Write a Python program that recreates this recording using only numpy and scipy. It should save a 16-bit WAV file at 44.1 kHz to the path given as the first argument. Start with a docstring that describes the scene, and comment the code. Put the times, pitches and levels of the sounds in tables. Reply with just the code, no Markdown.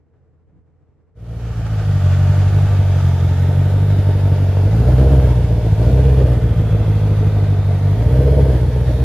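"""A distant idle rumbles and swells once; after a second it crossfades to two cars idling on a paved lot.
The near car rushes and whines: pulsing coloured noise and wavering belt sines. A few handling taps follow.
The V8 idles on: eight uneven firings a cycle ring its pipes, and a building throws the exhaust back.
Late on come three throttle blips and a light hold: the revs climb, and the gas rasps, hisses and barks more."""
import sys
import numpy as np
from scipy import signal
from scipy.fft import rfft, irfft, next_fast_len
from scipy.io import wavfile
from scipy.ndimage import uniform_filter1d, minimum_filter1d

SR = 44100
rng = np.random.default_rng(int(sys.argv[2]) if len(sys.argv) > 2 else 0)


def log_audio(samples):
    """Write samples as a 16-bit WAV file to the path given in sys.argv[1]."""
    # one column per channel
    frames = np.atleast_2d(samples).T
    # limit to full scale, then quantise
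    limited = np.clip(frames, -1, 1)
    pcm = np.round(limited * 32767).astype(np.int16)
    wavfile.write(sys.argv[1], SR, pcm)


N = 398663
TIME = np.arange(N) / SR


def gain_of(db):
    """Decibels to a factor."""
    return 10 ** (np.asarray(db) / 20)


def evened(x):
    """Scales to rms 1."""
    return x / np.sqrt(np.mean(x ** 2) + 1e-20)


def steadied(x, size=9000):
    """Levels the slow loudness to rms 1 over windows of size samples, keeping the faster throb."""
    power = uniform_filter1d(uniform_filter1d(x ** 2, size), size)
    return x / np.sqrt(abs(power) + 1e-12)


def highpassed(x, order, hz):
    """Causal low cut."""
    return signal.sosfilt(signal.butter(order, hz, "high", fs=SR, output="sos"), x)


def split_off(x, order, hz, side):
    """The part of x above ("high") or below ("low") hz, without phase shift."""
    return signal.sosfiltfilt(signal.butter(order, hz, side, fs=SR, output="sos"), x)


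def read(points, hz):
    """A spectrum table on a log-frequency axis."""
    f, value = np.transpose(points)
    return np.interp(np.log(hz + 1), np.log(f + 1), value)


def curves(rows):
    """Each column of a time table, for every sample."""
    s, *columns = np.transpose(rows)
    return [np.interp(TIME, s, c) for c in columns]


def coloured(x, points, size=16384):
    """Minimum-phase filter with the given spectrum: a pulse rings after it strikes."""
    log_gain = read(points, abs(np.fft.fftfreq(size, 1 / SR))) * np.log(10) / 20
    ring = np.fft.ifft(np.exp(np.conj(signal.hilbert(log_gain)))).real
    return signal.fftconvolve(x, ring[:size // 2])[:N]


def wander(rate_hz, size=32):
    """Slow random drift of rms 1, drawn once every size samples."""
    count = next_fast_len(N // size + 2)
    lowpass = np.exp(-(np.fft.rfftfreq(count, size / SR) / rate_hz) ** 2)
    slow = irfft(rfft(rng.standard_normal(count)) * lowpass, count)
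    return np.interp(np.arange(N) / size, np.arange(count), evened(slow))


def resonate(x, hz, width):
    """A resonance of gain 1 that follows the curve hz."""
    turn, r = np.exp(2j * np.pi * np.cumsum(hz) / SR), np.exp(-np.pi * width / SR)
    return 2 * (turn * signal.lfilter([1 - r], [1, -r], x / turn)).real


def held(start, length, attack_s, release_s):
    """Rises from 0 to 1, holds until the length is over, then falls."""
    rise = np.clip((TIME - start) / attack_s, 0, 1)
    return rise * np.clip(1 - (TIME - start - length) / release_s, 0, 1)


# likeness of the two microphones: (frequency [Hz], correlation [-1 to 1])
MIC_LIKENESS = [(100, -0.062), (600, 0.9), (1400, 0.79), (3000, 0.52), (5000, -0.038), (7000, -0.052),
                (15000, 0.085)]


def noise_pair(points):
    """Coloured noise at two microphones: alike in the mids, unrelated in the deep bass and high treble."""
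    hz = np.fft.rfftfreq(N, 1 / SR)
    a, b = rfft(rng.standard_normal((2, N)))
    same = np.clip(read(MIC_LIKENESS, hz), -1, 1)
    pair = np.array([a, same * a + np.sqrt(1 - same ** 2) * b])
    return evened(irfft(pair * gain_of(read(points, hz)), N))


def knock(s, db, hz, decay_s):
    """A short dull burst of noise around one pitch, dying away exponentially."""
    t = np.arange(SR // 8) / SR
    octave = signal.butter(2, [hz / np.sqrt(2), hz * np.sqrt(2)], "band", fs=SR, output="sos")
    burst = signal.sosfilt(octave, rng.standard_normal(len(t)))
    sound = gain_of(db) * evened(burst) * np.exp(-t / decay_s)
    return np.pad(sound, (round(s * SR), N))[:N]


# tone of the distant rumble: (frequency [Hz], relative level [dB])
DISTANT_COLOUR = [(20, -36), (40, -5), (80, -4.5), (150, -2), (190, -15), (320, -16), (375, -25),
                  (440, -13.5), (490, -20.5), (560, -27), (1000, -34.5), (1900, -42.5), (3400, -56),
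                  (8000, -61), (11500, -90)]
# faint distant knocks: (time [s], level at the strike [dB], pitch [Hz])
DISTANT_KNOCKS = [(.135, -70, 1090), (.525, -54, 170)]
DISTANT_DB, FAR_BASS_DB = -52.5, -5.5  # rumble before the bass trim, and that trim
FAR_SWELL_AT_S, FAR_SWELL_S, FAR_SWELL_DB = 0.58, 0.065, 7  # one swell of the bass


def distant_idle():
    """A far engine: a wavering firing tone in a dull rumble that swells once, and faint knocks."""
    turns = np.cumsum(82 + 2 * wander(11.0)) / SR
    flutter_db = 1.5 * wander(14)
    rumble = gain_of(DISTANT_DB + flutter_db) * noise_pair(DISTANT_COLOUR)
    bass = split_off(rumble, 2, 300, "low")
    swell = np.exp(-((TIME - FAR_SWELL_AT_S) / FAR_SWELL_S) ** 2)
    rumble = rumble + (gain_of(FAR_BASS_DB + FAR_SWELL_DB * swell) - 1) * bass
    tone = gain_of(-56.5 + 2 * wander(21)) * np.sin(2 * np.pi * turns)
    return rumble + tone + sum(knock(*row, decay_s=.025) for row in DISTANT_KNOCKS)


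# light handling taps on the microphone: (time [s], left level at the strike [dB])
HANDLING_TAPS = [(2.994, -34), (3.178, -28), (3.29, -28), (5.198, -26), (7.179, -28)]


def handling_taps():
    """Very short knocks, mostly in the left microphone."""
    taps = sum(knock(s, db, hz=1050, decay_s=0.0037) for s, db in HANDLING_TAPS)
    return taps * np.array([[1], [.15]])


# tone of the near car's rush: (frequency [Hz], relative level [dB])
BAY_TONE = [(100, 14), (400, -7), (650, 6.5), (880, 6), (1050, 0.5), (1220, 1.5), (1600, 0), (2200, -5),
            (2800, -7.5), (3400, -7.5), (4300, -11.5), (5600, -13), (7000, -14), (14000, -46)]
# belt and pulley tones: (multiple of the base tone, level before the belt curve [dB])
BELT_TONES = [(7, -47), (11, -79), (16, -44.5), (18, -50), (22, -51), (24, -48), (25, -53.5), (29, -66),
              (31, -52.5), (32, -57.5), (34, -55), (40, -55.5), (49, -60)]
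# the bay along the walk: (time [s], rush level unloaded [dB], treble trim [dB], belt trim [dB])
BAY_WALK = [(1.25, -32.5, 2, -3), (1.7, -32, 0.5, 1), (2.3, -31, -1, 6), (3.0, -33, -0.5, 2.5),
            (3.6, -35, -3, 1), (5.5, -35, -2.5, 0), (7.3, -35, -5.5, -6), (9, -36.5, -2, 2)]
WHINE_HZ = 37.83  # mean base tone of the belt
BAY_LOAD_DB = 2  # the bay rushes louder under full load


def engine_bay(load):
    """Fan and valve-train noise of the near car, pulsing with its crank, and its wavering belt tones."""
    level_db, treble_db, belt_db = curves(BAY_WALK)
    turns = np.cumsum(WHINE_HZ * (1 + 0.001944 * wander(3.43))) / SR
    crank = 2 * np.pi * turns / 3
    pulse_db = 0.27 * np.cos(4 * np.pi * turns) + 0.12 * np.cos(crank)
    patter = evened(gain_of(0.25 * wander(170) + pulse_db + 0.85 * wander(34)))
    rush = noise_pair(BAY_TONE) * patter
    rush = rush + (gain_of(treble_db) - 1) * split_off(rush, 2, 4200, "high")
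    tones = 0
    for k, db in BELT_TONES:
        sine = np.sin(2 * np.pi * (k * turns + rng.random()))
        tones = tones + gain_of(db + 3.5 * wander(22)) * sine
    rush = rush * gain_of([[-.9], [.9]])  # slightly to the right
    return gain_of(level_db + BAY_LOAD_DB * load) * rush + gain_of(belt_db) * tones


def lot(x, t60=0.14, count=300):
    """Scattered echoes off the wall and the cars, partly different at each microphone and thin in the bass."""
    at = rng.integers(SR // 300, SR // 3, (2, count))
    echoes = np.zeros((2, SR // 3))
    np.put_along_axis(echoes, at, rng.choice([-1., 1.], at.shape) * gain_of(-60 * at / SR / t60), 1)
    apart = .65
    echoes = echoes[0] + apart * np.array([echoes[1], -echoes[1]])
    echoes = highpassed(echoes / np.linalg.norm(echoes[0]), 2, 400)
    return signal.fftconvolve(x[None], echoes, axes=1)[:, :N]


# ground reflections along the walk:
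# (time [s], low dip centre [Hz], high dip centre [Hz], lift centre [Hz], lift [dB])
REFLECTIONS = [(1.3, 980, 2300, 1250, 3.5), (2.4, 980, 2040, 1300, -0.5), (2.8, 1020, 2090, 3270, 3),
               (4, 1130, 2370, 3700, 3.5), (5, 1230, 1840, 3380, 0), (6, 1280, 1840, 3280, -0.5),
               (6.7, 1730, 3000, 3330, 4.5), (7.7, 1750, 2970, 3660, 4), (8.3, 1260, 2780, 3250, 1),
               (9, 1250, 2750, 3360, 2.5)]
# uneven colour from the bodywork, drifting slowly: (frequency [Hz], depth [dB])
BODYWORK = [(400, 0), (1000, 1.3), (8000, 1.5)]
BAND_WIDTHS_HZ, LOW_DIP_DB, HIGH_DIP_DB = (120, 180, 220), -4.5, -2  # half widths, then dip depths


def walked_past(pair):
    """Reflections colour the sound: two dips and a varying lift slide with the listener's steps, among patches."""
    hz, s, z = signal.stft(pair, SR, nperseg=1024)
    when, *centres, lift_db = np.transpose(REFLECTIONS)
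    depths = LOW_DIP_DB, HIGH_DIP_DB, np.interp(s, when, lift_db)
    bands = 0
    for centre, width, db in zip(centres, BAND_WIDTHS_HZ, depths):
        offset = (hz[:, None] - np.interp(s, when, centre)) / width
        bands = bands + db * np.exp(-offset ** 2)
    patches = uniform_filter1d(rng.standard_normal(z.shape[1:]), size=4, axis=0)
    patches = evened(uniform_filter1d(uniform_filter1d(patches, size=40, axis=1), size=12, axis=1))
    colour_db = bands + read(BODYWORK, hz)[:, None] * patches
    return signal.istft(z * gain_of(colour_db), SR, nperseg=1024)[1][:, :N]


# idle of the V8, settling and then hunting: (time [s], crank speed [turns a minute])
IDLE_SPEED = [(0, 890), (1.552, 853.8), (2.044, 693.5), (2.655, 740.2), (3.204, 665.4), (3.842, 737.1),
              (4.458, 709.6), (5.619, 792.6), (5.732, 718.9), (7.275, 758.5), (7.71, 722)]
# three blips and a light hold: (start [s], held [s], eased off over [s], pull [turns a minute],
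# load [0-1], time to fill the manifold [s], strong burns last [s])
PEDAL = [(4.599, .511, .03, 343.6, .95, .4, .69), (5.709, .131, .424, 548, .92, .16, .56),
         (7.853, .433, .197, 442, 1, .33, .69), (8.553, .48, .1, 217.6, .33, .45, .7)]
PEDAL_DOWN_S, FLYWHEEL_S = .08, .354
EMPTY_S = .11  # the manifold empties and the burns fall away


def crank_speed():
    """Turns a minute: the pedal pulls the flywheel above its idle, and it coasts back."""
    pull = sum(rpm * held(start, length, PEDAL_DOWN_S, ease_s)
               for start, length, ease_s, rpm, *_ in PEDAL)
    keep = np.exp(-1 / (FLYWHEEL_S * SR))
    return curves(IDLE_SPEED)[0] + signal.lfilter([1 - keep], [1, -keep], pull)


def engine_load():
    """How hard the cylinders burn, 0-1: one swell for each press, growing as the manifold fills."""
    return sum(load * held(start, burn_s, fill_s, EMPTY_S)
               for start, *_, load, fill_s, burn_s in PEDAL)


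def blowdown(clicks, decay_s, between):
    """Gas flow: a quick surge at each firing that dies away over a steady stream."""
    surges = signal.lfilter([1], [1, -np.exp(-1 / (decay_s * SR))], clicks)
    return between + evened(surges)


def manifold_ripple(cycles, count=512):
    """Each cylinder's path through the manifold: a ripple repeating each cycle and slowly changing shape."""
    first, second = [np.interp(cycles % 1, np.arange(count) / count, shape)
                     for shape in rng.standard_normal((2, count))]
    drift = 1.59 * wander(0.95)
    return np.cos(drift) * first + np.sin(drift) * second


# pipe resonances that speak up as the revs rise:
# (frequency [Hz], width [Hz], level unloaded [dB], extra at full load [dB])
BARK_MODES = [(260, 135, -1, -3), (406.6, 31, 6.5, 1), (461, 71, 8, -0.5), (497, 39, 3, 7),
              (606, 51, -1.5, 6), (686, 29, -0.5, 4), (950, 190, -12.5, 5.5)]


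def bark(x, load):
    """Pipe resonances waver with the hot gas and swell unevenly; hard burns drive the upper ones most."""
    waver, swell_db = .02, 2.1
    total = 0
    for k, (hz, width, db, load_db) in enumerate(BARK_MODES):
        gain = (-1) ** k * gain_of(db + load_db * load + swell_db * wander(15))
        total = total + gain * resonate(x, hz * (1 + waver * wander(6.1)), width)
    return total


# one row a cylinder, in firing order:
# (crank angle [degrees], boom at idle [dB], rasp [dB], boom at full load [dB])
FIRING_ORDER = [(31.6, 3, -4, 1), (118.55, 2.5, -10.5, 1.2), (212.8, 4.5, -7, 3), (299.3, 6.5, -1, 5.5),
                (390.5, 6.5, 3, 4.5), (477.8, 4.5, 0, 2.5), (572.7, 4, -4, 4), (661.5, 7, -3, 7)]


def firings(cycles, shut_db, open_db, load, lope, scatter_db, jitter_degrees):
    """One click a firing: load shifts the cylinders' strengths, lope widens their differences, chance varies them."""
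    count = int(cycles[-1]) + 1
    strength, lateness = rng.standard_normal((2, count, len(FIRING_ORDER)))
    degrees = np.transpose(FIRING_ORDER)[0] + jitter_degrees * lateness
    due = np.arange(count)[:, None] + degrees / 720
    at = np.searchsorted(cycles, due)
    opened, spread = np.append(load, 0)[at], np.append(lope * np.ones(N), 0)[at]
    shut_part = (1 - opened) * (shut_db - shut_db.mean())
    open_part = opened * (open_db - open_db.mean())
    db = spread * (shut_part + open_part) + scatter_db * strength
    return np.bincount(at.ravel(), gain_of(db).ravel(), N + 1)[:N]


# tone of the boom, the rasp and the gas hiss: (frequency [Hz], relative level [dB])
PIPE_TONE = [(22, -27), (35, -42), (47, -7.5), (53, -2.5), (63, 3), (70, 7), (80, 9), (97, 9.5), (116, 2),
             (141, 4), (158, -4), (200, -16), (260, -27.5), (350, -27.5), (700, -71)]
RASP_TONE = [(185, 2.5), (235, -2), (305, -3), (370, -4), (425, 1.5), (480, -1.5), (540, -5), (610, -4.5),
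             (710, -6), (800, -21.5), (1300, -25), (4000, -53), (9000, -73)]
GAS_TONE = [(300, -25), (900, 7), (2000, 15.5), (5000, 11.5), (7000, -6), (10000, 11), (12000, 2),
            (14000, 7), (16000, 3)]
# low-idle levels as the listener walks past the nose of the V8:
# (time [s], boom [dB], rasp [dB], gas hiss [dB])
EXHAUST_WALK = [(1.2, -10.5, -29, -46), (1.6, -14.5, -34.5, -48.5), (2.15, -10.5, -38, -49),
                (2.6, -11.5, -32.5, -48.5), (3.2, -12.5, -34.5, -48.5), (3.9, -12, -29.5, -47.5),
                (6.0, -14, -31.5, -50.5), (7.3, -13, -30, -50.5), (7.85, -13.5, -31, -50),
                (8.3, -15, -31, -50), (9, -15.5, -32, -49.5)]
# uneven burning, most while coasting down after a blip:
# (time [s], factor on the cylinders' dB differences before its random drift)
LOPE_CURVE = [(1.4, 1.2), (2.1, .8), (3.6, .95), (4.0, 1.45), (4.6, 1.15), (5.1, 1.05), (5.45, 1.65),
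              (5.8, 1.65), (6.05, .95), (6.45, 1.6), (7.8, 1.1), (8.05, 1.5), (8.3, .95), (8.7, 1.4)]
LOW_RPM, RPM_RANGE = 726, 321  # revs run from 0 to 1 over this range
# what each gains: (at full revs [dB], at full load [dB])
BOOM_RISE_DB, RASP_RISE_DB, HISS_RISE_DB = (1.1, 4), (5.5, 5), (1, 3.5)
RASP_FROM_HZ = 165  # below this the exhaust is clean firing pulses
STEADY_FLOW, STEADY_FLOW_LOAD = .75, .55  # gas between surges: throttle shut, and less at full load
EVEN_UNDER_LOAD = 0.6  # with the throttle open the weak cylinders crack too


def exhaust(rpm, load):
    """Firing pulses ring the pipes; each surge of gas rasps and hisses at the tips, and barks as the revs rise."""
    cycles = np.cumsum(rpm) / (120 * SR)  # two turns a cycle
    revs = np.clip((rpm - LOW_RPM) / RPM_RANGE, 0, 1)
    rises = np.array([BOOM_RISE_DB, RASP_RISE_DB, HISS_RISE_DB]) @ np.array([revs, load])
    boom_db, rasp_db, hiss_db = curves(EXHAUST_WALK) + rises
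    _, idle_boom_db, crack_db, loaded_boom_db = np.transpose(FIRING_ORDER)

    lope = curves(LOPE_CURVE)[0] * (1.08 + .18 * wander(6))
    thumps = firings(cycles, idle_boom_db, loaded_boom_db, load, lope, scatter_db=.8, jitter_degrees=1.4)
    boom = -coloured(thumps, PIPE_TONE)
    boom = boom + .28 * wander(7) * split_off(boom, 4, 125, "high")  # the upper boom comes and goes

    open_crack_db = (1 - EVEN_UNDER_LOAD) * crack_db
    cracks = firings(cycles, crack_db, open_crack_db, load, 1, scatter_db=1.5, jitter_degrees=1.1)
    flow = blowdown(cracks, decay_s=0.006, between=STEADY_FLOW - STEADY_FLOW_LOAD * load)
    repeating = evened(coloured(flow * manifold_ripple(cycles), RASP_TONE))
    turbulent = evened(coloured(flow * rng.standard_normal(N), RASP_TONE))
    crack_share, turbulent_share = .15 + .75 * load, .5 - .25 * load
    rasp = repeating + turbulent_share * turbulent + crack_share * evened(coloured(cracks, RASP_TONE))
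    rasp = highpassed(rasp, 4, RASP_FROM_HZ)
    rasp = steadied((1 - 0.45 * revs) * rasp + 0.79 * revs * bark(rasp, load), size=3000)

    hiss = noise_pair(GAS_TONE) * evened(blowdown(cracks, decay_s=0.0051, between=10))
    boom = gain_of(boom_db + 0.15 * wander(1.7)) * steadied(boom)
    rasp = gain_of(rasp_db + 1.4 * wander(19)) * rasp
    return boom + rasp, gain_of(hiss_db + 0.5 * wander(10)) * hiss


FADE_AT_S, FADE_S = 1.146, 0.97  # the cars fade in as the distant idle fades out


def scene():
    """The distant idle gives way to the two cars."""
    load = engine_load()
    pipes, hiss = exhaust(crank_speed(), load)
    echoes = gain_of(-5.0) * lot(pipes)
    cars = walked_past(pipes + echoes + hiss + engine_bay(load))
    fade = np.clip((TIME - FADE_AT_S) / FADE_S, 0, 1)
    return fade * cars + (1 - fade) * distant_idle() + handling_taps()


EDGE_HZ = 15300  # upper band limit


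def record(dry):
    """A limiter holds the biggest thumps under full scale; then the band limit."""
    ceiling = .89
    allowed = ceiling / np.maximum(abs(dry).max(0), ceiling)
    limited = dry * uniform_filter1d(minimum_filter1d(allowed, size=900), size=900)
    lowpass = signal.firwin(511, EDGE_HZ, window=("kaiser", 9), fs=SR)
    return signal.oaconvolve(limited, lowpass[None], "same")


dry = scene()
out = record(dry)
log_audio(out)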